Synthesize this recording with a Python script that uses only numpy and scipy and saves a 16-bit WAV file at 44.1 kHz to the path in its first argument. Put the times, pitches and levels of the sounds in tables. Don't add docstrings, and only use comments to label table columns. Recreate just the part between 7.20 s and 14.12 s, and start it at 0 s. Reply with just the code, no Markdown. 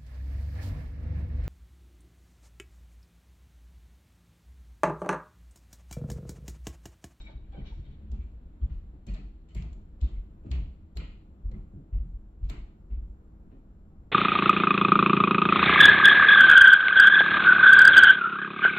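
import sys
import numpy as np
from scipy import signal
from scipy.fft import rfft, irfft, next_fast_len
from scipy.io import wavfile
from scipy.ndimage import uniform_filter1d, map_coordinates

SR = 44100
rng = np.random.default_rng(int(sys.argv[2]) if len(sys.argv) > 2 else 0)


def natural_amplitude(level_db):
    exponent = np.asarray(level_db, float) / 20
    return 10 ** exponent


def digitize_waveform(pressure):
    field = np.atleast_2d(pressure).T
    bounded = np.clip(field, -1, 1)
    quanta = np.round(bounded * 32767).astype(np.int16)
    wavfile.write(sys.argv[1], SR, quanta)


N = 305039

# (crest time [s], peak level [dB], pitch [Hz], rise [ms], fall [ms])
STEPS = [(0.936, -27, 57.6, 34, 21), (1.444, -20, 58.8, 23.7, 19.5), (1.934, -27.5, 45.2, 53, 30),
         (2.379, -27, 50.7, 27.6, 25), (2.839, -17.5, 61.4, 18.1, 31), (3.318, -23.5, 70, 11, 24),
         (3.364, -25, 65.2, 30, 78), (3.785, -29, 56.6, 26, 30), (4.264, -26.5, 45.2, 21, 51),
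         (4.763, -21.5, 45.5, 34, 27), (5.258, -23, 40.7, 36.6, 9.7), (5.738, -25.5, 49, 31, 28)]
# (crest time [s], peak level [dB], pitch [Hz], rise [ms], fall [ms])
STIFF_SWINGS = [(3.445, -41.5, 92.3, 20, 24), (3.641, -45, 86, 18, 30), (4.263, -36, 83.6, 16, 56),
                (4.548, -42.5, 94, 15, 28), (4.75, -35.5, 88.2, 29, 23), (5.236, -31.5, 81, 18, 24),
                (5.25, -48.5, 157, 22, 35), (1.906, -47, 118.6, 18, 33), (4.36, -46, 202, 25, 30),
                (4.585, -48.5, 150, 19, 25), (4.86, -46, 186, 15, 16), (1.49, -46.5, 150, 18, 22),
                (2.0, -50, 194, 17, 29), (5.33, -51.5, 320, 19, 25), (2.85, -49, 276, 18, 20),
                (1.75, -53.5, 285, 14, 20), (.4, -44.5, 140, 25, 20), (1.965, -57.5, 630, 18, 17),
                (3.27, -45, 215, 18, 25), (2.4, -49.5, 190, 14, 20), (4.32, -55.5, 519, 8.2, 14)]
# (crest time [s], peak level [dB], pitch [Hz])
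REBOUNDS = [(1.005, -31.5, 61.5), (1.063, -32.5, 53.2), (1.152, -42, 59), (1.26, -49, 60),
            (1.53, -29, 59.6), (1.574, -30, 42.9), (1.692, -38, 39.3), (2.071, -34, 45.5), (2.433, -32, 64),
            (2.47, -31, 55.8), (2.53, -35.5, 56), (2.95, -32, 40.2), (2.989, -29.5, 41.1),
            (3.49, -32, 52.6), (3.52, -34.5, 54), (3.848, -36.5, 46.6), (3.895, -39, 44),
            (4.329, -30, 38.4), (4.401, -34.5, 47.4), (4.476, -42.5, 47.8), (4.816, -24.5, 51),
            (4.907, -39, 49.3), (4.951, -32.5, 46.2), (5.296, -28, 49.8), (5.393, -41, 55.6),
            (5.436, -38, 51.4), (5.788, -28, 54), (5.84, -36, 52.8), (5.913, -36, 50.6)]
# (crest time [s], peak level [dB], pitch [Hz])
SHUFFLES = [
    (0.164, -33.5, 51.4),
    (0.228, -35, 53.3),
    (0.308, -35.5, 52),
    (0.435, -32.5, 51),
    (0.526, -36, 51.7),
    (0.604, -35.5, 60),
    (0.694, -34, 42),
    (0.858, -35, 55.4),
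    (6.217, -42, 50.5),
    (6.799, -40.5, 44),
]
REBOUND_RISE_MS, REBOUND_FALL_MS, SHUFFLE_RISE_MS, SHUFFLE_FALL_MS = 22.2, 23, 12, 18

# (time [s], peak level [dB], hardness [dB], slap [dB])
KNOCKS = [(0.128, -43.5, -17.5, -31), (0.37, -38.5, -8, -24), (0.391, -41, -7.5, -25.5),
          (0.576, -39.5, -18, -35), (0.801, -45.5, -19, -30), (0.919, -38, -13.5, -31),
          (1.425, -40.5, -17.5, -32.5), (1.479, -50, -11, -25.5), (1.73, -54, -2.5, -19),
          (1.871, -35, -15.5, -33.5), (1.977, -45, -10, -21.5), (2.352, -33, -13, -30.5),
          (2.438, -47, 1, -16), (2.554, -48.5, -11.5, -24), (2.822, -38.5, -11, -26),
          (3.245, -35, -12, -36), (3.32, -35.5, -12.5, -25), (3.376, -43, -10, -25),
          (3.763, -38.5, -6.5, -21), (3.809, -44, -4, -22), (4.294, -42, -19, -35),
          (4.328, -39, -13.5, -30.5), (4.533, -41.5, -14.5, -41), (4.585, -50.5, -8.5, -30.5),
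          (4.739, -41, -12.5, -29.5), (4.8, -43, -21.5, -34.5), (5.223, -50.5, -19.5, -34),
          (5.297, -39.5, -3.5, -16.5), (5.709, -48.5, -8, -29), (6.318, -49, -7.5, -22.5),
          (6.72, -54, -8, -20), (6.83, -58, -10, -21), (4.855, -50, -18.5, -31), (0.68, -48.5, -14, -25.5)]
# (frequency [Hz], width [Hz], level [dB])
BOARD_MODES = [(91.7, 25.6, -2), (135, 26, 1), (165.2, 11.1, 1.5), (207.4, 12.7, 1), (275, 25, -1.5),
               (320, 60, -6.5), (431, 110, -10.5), (549, 140, -13)]

# (time [s], peak level [dB], low band [dB], high band [dB], air band [dB])
CRACKS = [(0.915, -57.5, -14, -5.5, -19.5), (1.866, -59.5, -5, 2, -6), (1.9375, -55, -9, -6, -16),
          (1.944, -50.5, -3, -19, -30), (2.287, -67, -6, -7, -30), (2.347, -52, -14, -6.5, -9),
          (2.4209, -51.5, -1, -12, -21), (2.5278, -61, 0.5, -4, -23), (2.8115, -50.5, -28, -11, -24.5),
          (2.842, -54.5, -21, -14.5, -36), (3.257, -83, 2, -9.5, -15), (3.3125, -39.5, -8, -13.5, -25.5),
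          (3.769, -37.5, -6, -16, -19.5), (4.3128, -62.5, -4, -9, -28), (4.317, -64.5, 10.5, -17, -33),
          (5.296, -41.5, -0.5, -8.5, -10.5)]
# (time [s], peak level [dB], low band [dB], high band [dB], air band [dB])
TICKS = [
    (.32, -67, 5, -20, -40),
    (2.217, -76, 3, -14, -30),
    (3.304, -65, -4, -6, -25),
    (3.754, -67, -12, -3, -25),
    (3.762, -58, -14, -12, -30),
    (4.259, -80, 10, -14, -30),
    (5.288, -55, -12, -14, -28),
    (6.834, -82, 12, -14, -30),
]
AIR_T60_S = 0.018

# (time [s], peak level [dB], pitch [Hz], high shelf [dB], low shelf [dB])
RATTLES = [(0.9312, -70, 2790, -11, -4), (1.0102, -71, 2340, -12, -5.5), (1.4145, -71, 3360, -12, 1),
           (1.4968, -67, 2240, -12, -2.5), (1.8745, -59.5, 2420, -9, -5), (1.874, -70.5, 4350, -5, -10),
           (1.886, -67, 2430, -11, -7), (1.945, -62, 2040, -23, -7), (1.955, -66.5, 4400, -15, -7),
           (1.99, -79.5, 2470, -21, 0), (2.293, -70.5, 2980, -6, -5.5), (2.356, -56, 2300, -9.5, -12),
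           (2.422, -68, 3310, -30.5, 3.5), (2.812, -66.5, 3770, -14, -9.5), (2.83, -67, 4300, -11, -13.5),
           (2.861, -66.5, 3270, -15, -6), (2.889, -70, 3040, -25.5, 3.5), (2.929, -71, 2180, -30, -12.5),
           (3.246, -69, 2200, -7, 0), (3.3241, -52, 2530, -23, -7.5), (3.785, -52, 2680, -28, -6),
           (3.84, -66, 2320, -23, -12), (3.9, -69.5, 2840, -22, -8), (4.259, -75, 2180, -13.5, 6.5),
           (4.339, -69.5, 2180, -35, 2), (4.7323, -69, 2280, -18.5, -0.5), (5.232, -69, 2970, -4.5, -1),
           (5.312, -53, 2160, -24, -4.5), (5.368, -70.5, 2920, -30.5, -4), (5.708, -71, 2390, -30, -3.5),
           (6.305, -73, 1940, -20, 1), (6.759, -86, 2700, -10, 12)]
# (frequency [Hz], width [Hz], level [dB])
PANEL_MODES = [(1305, 220, -6), (1990, 320, -6), (2410, 320, -8), (2950, 600, -6), (4350, 450, -8)]
# (frequency [Hz], level [dB])
PANEL_COLOUR = [(300, -23.5), (500, -6.5), (1000, 5), (1600, -5.5), (2000, -4.5), (3000, -6), (4400, -9.5),
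                (4900, -10.5), (8000, -19), (9500, -42)]
SWELL_MS, PANEL_SCATTER = 10.8, 0.029

# (peak time [s], level [dB], rise [s], low band [dB], high band [dB])
RUBS = [
    (0.01, -61, 0.068, -2, -6.5),
    (0.082, -61.5, 0.045, 3, -21),
    (0.335, -67.5, 0.029, 5, -25),
    (0.39, -67, 0.058, 0, -21),
    (0.435, -76, 0.037, 7.5, -22),
    (0.469, -58, 0.049, -4, -11),
    (0.53, -69.5, .04, -4.5, -3),
    (0.57, -76.5, 0.037, 1, -4),
    (0.666, -70.5, 0.05, -5, -21),
    (0.71, -72, 0.04, -9.5, -18),
]
# (frequency [Hz], width [Hz], level [dB])
FIXTURE_MODES = [(616, 74, 5.5), (860, 120, 6), (1540, 120, -3), (2280, 130, 7), (3070, 130, -2),
                 (3350, 100, 4), (3790, 100, 3), (4400, 200, -3.5)]
# (time [s], peak level [dB], pitch [Hz], length [s])
SQUEAKS = [(0.0054, -52, 3800, 0.022), (.012, -78.5, 7560, .018), (.045, -84, 7500, 0.016),
           (0.034, -59, 2290, 0.043), (0.06, -53, 2260, 0.031), (.088, -54, 2270, .016),
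           (0.067, -66, 1883, 0.03), (0.088, -53, 354, 0.019), (0.044, -63.5, 3790, .06),
           (.14, -74, 3810, .07), (0.22, -79.5, 3800, .04), (0.24, -73, 2270, .03),
           (0.075, -56.5, 604, 0.044), (0.07, -64, 900, 0.063), (0.315, -58.5, 800, 0.06),
           (0.32, -72.5, 3380, 0.054), (.36, -66, 3100, 0.055), (0.33, -64.5, 2300, 0.05),
           (.38, -66, 2300, .055), (0.352, -61, 545, 0.055), (0.33, -67, 1530, 0.068),
           (0.345, -52.5, 510, 0.012), (0.36, -49.5, 340, 0.044), (0.36, -56.5, 740, 0.04),
           (0.36, -59, 606, 0.038), (0.49, -61.5, 890, 0.049), (0.467, -72.5, 4000, 0.019),
           (0.465, -68, 5400, 0.02), (0.45, -67, 2900, 0.047), (0.45, -65.5, 3720, 0.056),
           (0.41, -65, 2000, 0.019), (0.479, -61.5, 2295, 0.031), (0.45, -66.5, 2330, 0.035),
           (0.645, -72, 3200, 0.045), (0.63, -73, 3660, 0.058), (.725, -76, 3500, .04),
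           (.71, -75, 3080, .03), (.645, -73, 2000, .025), (1.0, -71, 2350, 0.037), (1.88, -57, 2450, 0.02),
           (1.957, -57, 2010, 0.025), (1.875, -66.5, 4350, 0.038), (1.965, -68, 4300, .03),
           (1.885, -67, 2800, .04), (2.292, -74, 3030, 0.044), (2.365, -59, 2250, .03),
           (1.99, -65.5, 2520, 0.023), (2.836, -59, 3570, 0.018), (2.878, -63.5, 3130, 0.022),
           (2.955, -71.5, 2100, 0.034), (4.335, -65, 2030, .02), (5.4, -69.5, 2200, 0.016),
           (6.2, -60, 150, 0.13)]
RUB_FADE_DB_PER_S = 129
WAVER_RAD, FLUTTER_DB = .09, 4

# (time [s], rustle level [dB])
STIR = [
    (0.0, -71.5),
    (0.17, -82.5),
    (0.38, -75.5),
    (0.5, -74),
    (1.13, -83),
    (3.5, -86),
    (5.4, -89.5),
    (6.92, -89.5),
]
# (frequency [Hz], density [dB per Hz])
RUMBLE = [(15, -52), (25, 24.5), (42, 23.5), (62, 21), (90, 13), (130, -49)]
UNREST_TOP_DB = -66.5
CALM_DB, UNREST_SHARE, AFTER_DB, AFTER_SHARE, AFTER_S = -58.5, 0.88, -50.5, 0.43, .11

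# (time [s], level [dB])
AIR = [
    (0, -100),
    (.2, -103),
    (.55, -102),
    (.9, -109),
    (6.92, -118),
]
# (frequency [Hz], level [dB rms])
HUM = [(160, -67.5), (201, -65), (320, -68), (7480, -112)]
# (frequency [Hz], density [dB per Hz])
QUIET = [(20, -12), (44, -7.5), (70, -6.5), (116, -17), (230, -19), (480, -31), (1000, -40.5), (1400, -44),
         (1900, -54), (3500, -70), (4500, -66.5), (5000, -64), (8000, -72), (15400, -65)]
QUIET_DB = -58

# (frequency [Hz], t60 [s])
ROOM = [(150, 0.42), (800, 0.47), (2500, 0.49), (5000, 0.53), (8000, 0.4), (13000, 0.13)]
# (frequency [Hz], correlation [-1..1])
ALIKE = [(60, 0.99), (130, 1), (290, 1), (640, 0.62), (1410, 0.016), (3100, 0.012), (6820, -0.7),
         (15000, 0.6)]
# (frequency [Hz], left minus right [dB])
TILT = [(60, 0.5), (110, 1), (200, -1), (380, -1), (700, 0.5), (1290, 2), (2380, 2.5), (4400, 0.5),
        (8120, 9), (15000, -3)]
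# (frequency [Hz], gain [dB])
PORT = [(3900, 0), (4400, 0), (4800, -4), (6500, 1.5), (7100, 4.5), (7500, 10.5), (7900, -6), (8300, -10),
        (10500, -5), (11500, 0.5), (14000, -5.5), (15380, 0), (15500, -8)]
LEAD_S, TOP_HZ = .0003, 15500


def unit(x):
    return x / np.sqrt(np.mean(x ** 2) + 1e-20)


def along(points, hz):
    f, v = np.transpose(points)
    return np.interp(np.log(hz + 1), np.log(f + 1), v)


def curve(rows):
    s, value = np.transpose(rows)
    return np.interp(np.arange(N) / SR, s, value)


def wobble(rate_hz):
    knots = rng.standard_normal(int(N * rate_hz / SR) + 4)
    return map_coordinates(knots, [np.arange(N) * rate_hz / SR])


def filtered(x, response):
    n = x.shape[-1]
    m = next_fast_len(n + 4096)
    return irfft(rfft(x, m) * response(np.fft.rfftfreq(m, 1 / SR)), m)[..., :n]


def band(lo_hz, hi_hz):
    return lambda f: 1 / (1 + (lo_hz / (f + 1)) ** 8 + (f / hi_hz) ** 16)


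def resonance(hz, width_hz):
    return lambda f: 1j * f * width_hz / (hz * hz - f * f + 1j * f * width_hz)


def add(track, s, sound):
    i = max(round(s * SR), 0)
    track[..., i:i + sound.shape[-1]] += sound[..., :N - i]


def diffuse(length):
    turn = lambda hz: np.arccos(np.clip(along(ALIKE, hz), -1, 1)) / 2
    share = lambda hz: np.array([np.cos(turn(hz)), np.sin(turn(hz))])
    mid, side = filtered(rng.standard_normal((2, length)), share)
    return np.array([mid + side, mid - side])


def in_room(burst, wet_db, build_s):
    hz, t, z = signal.stft(diffuse(SR * 3 // 5), SR, nperseg=256)
    decay = natural_amplitude(-60 * t / along(ROOM, hz)[:, None])
    tail = signal.istft(z * decay * (1 - np.exp(-t / build_s)), SR, nperseg=256)[1]
    out = natural_amplitude(wet_db) * signal.fftconvolve(burst, tail / np.linalg.norm(tail[0]), axes=1)
    out[:, :burst.shape[1]] += burst
    return out


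def joists():
    out = np.zeros(N)
    t = np.arange(-SR // 8, SR // 8) / SR
    swings = STEPS + STIFF_SWINGS
    swings = swings + [(*row, REBOUND_RISE_MS, REBOUND_FALL_MS) for row in REBOUNDS]
    swings = swings + [(*row, SHUFFLE_RISE_MS, SHUFFLE_FALL_MS) for row in SHUFFLES]
    for s, db, hz, rise_ms, fall_ms in swings:
        shape = natural_amplitude(db - 10.7 * np.abs(1000 * t / np.where(t < 0, rise_ms, fall_ms)) ** 3.02)
        phase = 2 * np.pi * hz * t * (1 - 2.4 * t) + np.pi * 3 / 4
        next_mode = natural_amplitude(-21.5) * np.sin(1.75 * phase)
        add(out, s + t[0], shape * (np.sin(phase) + next_mode))
    return out


def boards():
    out = np.zeros((2, N))
    t = np.arange(SR // 6) / SR
    muffle = lambda f: 1 / (1 + 1j * f / 900) ** 3
    slap = lambda f: muffle(f) * resonance(800, 900)(f) ** 2
    for s, db, hardness_db, slap_db in KNOCKS:
        reach = [(220, 0), (250, hardness_db + 7)]
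        modes = lambda f: sum((-1) ** k * natural_amplitude(mode_db + along(reach, hz)) * resonance(hz, width_hz)(f)
                              for k, (hz, width_hz, mode_db) in enumerate(BOARD_MODES))
        wood = lambda f: muffle(f) * modes(f)
        push = diffuse(len(t)) * natural_amplitude(-60 * t / 0.16) * (1 - np.exp(-t / 0.0028))
        knock = unit(filtered(push, wood)) + natural_amplitude(slap_db + 6) * unit(filtered(push, slap))
        add(out, s - .004, natural_amplitude(db - 13.5) * in_room(knock, wet_db=-2.5, build_s=0.015))
    return out


def cracks():
    out = np.zeros((2, N))
    t = np.arange(SR // 20) / SR - .005
    dying = natural_amplitude(-60 * t / .032) * np.clip(t / .004, 0, 1) ** 2
    brief = natural_amplitude(-60 * np.abs(t - .003) / AIR_T60_S)
    for s, db, low_db, high_db, air_db in CRACKS + TICKS:
        burst = (diffuse(len(t)) + 0.34 * rng.standard_normal(len(t))) * dying
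        lumps = list(zip(np.geomspace(700, 15500, num=24), 2.5 * rng.standard_normal(24)))
        burst = filtered(burst, lambda hz: natural_amplitude(along(lumps, hz)))
        bands = [(2500, 5000, 0), (700, 2500, low_db - 4), (5000, 8100, high_db)]
        snap = sum(natural_amplitude(part_db) * unit(filtered(burst, band(lo, hi))) for lo, hi, part_db in bands)
        snap = snap + natural_amplitude(air_db + 3.0) * unit(filtered(burst * brief, band(8900, 16000)))
        add(out, s - .006, natural_amplitude(db - 18) * in_room(snap, wet_db=-7, build_s=0.001))
    return out


def rattles():
    out = np.zeros((2, N))
    t = np.arange(SR // 5) / SR
    swell = 1000 * t / SWELL_MS
    for s, db, hz, high_db, low_db in RATTLES:
        shifts = 1 + PANEL_SCATTER * rng.standard_normal(len(PANEL_MODES))
        modes = lambda f: sum(natural_amplitude(mode_db) * np.abs(resonance(mode_hz * k, width_hz)(f)) ** 2
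                              for (mode_hz, width_hz, mode_db), k in zip(PANEL_MODES, shifts))
        shelves = [(1300, low_db + 6), (2000, 0), (3500, 0), (6200, high_db + 12)]
        colour = lambda f: natural_amplitude(along(PANEL_COLOUR, f) + along(shelves, f))
        panel = lambda f: colour(f) * (0.16 + np.abs(resonance(hz, 900)(f)) + modes(f))
        grains = natural_amplitude(7.2 * unit(uniform_filter1d(rng.standard_normal(len(t)), size=120)))
        buzz = unit(filtered(diffuse(len(t)) * grains * swell * np.exp(-swell), panel))
        add(out, s - .01, natural_amplitude(db - 14.5) * in_room(buzz, wet_db=4.5, build_s=0.0013))
    return out


def fixture_rub():
    power = np.zeros((3, N))
    t = np.arange(SR) / SR
    for s, db, rise_s, low_db, high_db in RUBS:
        stroke = np.clip(1 + (t - s) / rise_s, 0, 1) ** 2 * natural_amplitude(-RUB_FADE_DB_PER_S * np.clip(t - s, 0, 1))
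        add(power, 0, (natural_amplitude(db + np.array([[0], [low_db], [high_db]])) * stroke) ** 2)
    mid, low, high = np.sqrt(power)
    noise = lambda lo, hi: unit(filtered(diffuse(N), band(lo, hi)))
    rub = mid * noise(1900, 4600) + low * noise(350, 1800) + high * noise(4900, 6100)
    modes = lambda f: sum(natural_amplitude(db) * np.abs(resonance(hz, width_hz)(f)) ** 2 for hz, width_hz, db in FIXTURE_MODES)
    return natural_amplitude(-6.5 + 1.1 * wobble(60)) * filtered(rub, lambda f: 1.03 + modes(f))


def fixture_squeaks():
    out = np.zeros((2, N))
    for s, db, hz, length_s in SQUEAKS:
        t = np.arange(round(length_s * SR)) / SR
        steps = uniform_filter1d(rng.standard_normal((2, SR // 3)), size=150)
        waver = WAVER_RAD * steps.cumsum(axis=1)[:, :len(t)]
        flutter = unit(uniform_filter1d(rng.standard_normal(SR // 3), size=200))[:len(t)]
        squeak = np.sin(np.pi * t / length_s) * np.sin(2 * np.pi * hz * t + waver)
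        squeak = filtered(squeak * natural_amplitude(FLUTTER_DB * flutter + 0.5), band(hz / 2, hz * 1.3))
        add(out, s, natural_amplitude(db) * in_room(squeak, wet_db=-11, build_s=0.004))
    return out


def shaking():
    unrest_db = np.minimum(curve(STIR), UNREST_TOP_DB) - STIR[-1][1]
    power = natural_amplitude(CALM_DB + UNREST_SHARE * unrest_db) ** 2
    u = np.arange(SR // 2) / SR / AFTER_S
    swell = u ** 2 * np.exp(2 - 2 * u)
    for s, db, *_ in STEPS:
        add(power, s, (natural_amplitude(AFTER_DB + AFTER_SHARE * (db + 29.0)) * swell) ** 2)
    return natural_amplitude(3) * np.sqrt(power) * unit(filtered(diffuse(N), lambda hz: natural_amplitude(along(RUMBLE, hz))))


def frame_rustle():
    rustle = unit(filtered(diffuse(N), lambda hz: band(1300, 4600)(hz) / (hz + 300)))
    air = unit(filtered(diffuse(N), band(10800, 16000)))
    return natural_amplitude(curve(STIR) + 1.5) * rustle + natural_amplitude(curve(AIR)) * air


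def night():
    hush = filtered(diffuse(N), lambda hz: natural_amplitude(along(QUIET, hz)))
    hush = hush / np.sqrt(np.mean(filtered(hush, lambda hz: hz > 110) ** 2))
    t = np.arange(N) / SR
    hum = sum(natural_amplitude(db + 0.5 + 1.5 * wobble(3.6)) * np.sin(2 * np.pi * hz * t + 1.3 * wobble(6)) for hz, db in HUM)
    return natural_amplitude(QUIET_DB - 2.0 + wobble(1.9)) * hush + hum


def scene():
    steps = joists() + boards() + cracks() + rattles()
    return steps + fixture_rub() + fixture_squeaks() + shaking() + frame_rustle() + night()


def band_limit(x):
    return signal.sosfilt(signal.butter(12, 15500, fs=SR, output="sos"), x)


def record(dry):
    going_on = np.pad(dry, ((0, 0), (2048, 2048)), "reflect")
    halves = [.5, -.5]
    apart = lambda hz: np.exp(2j * np.pi * LEAD_S * np.outer(halves, hz))
    gain = lambda hz: natural_amplitude(along(PORT, hz) + np.outer(halves, along(TILT, hz)))
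    mix = filtered(going_on, lambda hz: gain(hz) * apart(hz) * (hz < TOP_HZ))[:, 2048:-2048]
    return band_limit(mix)


dry = scene()
out = record(dry)
digitize_waveform(out)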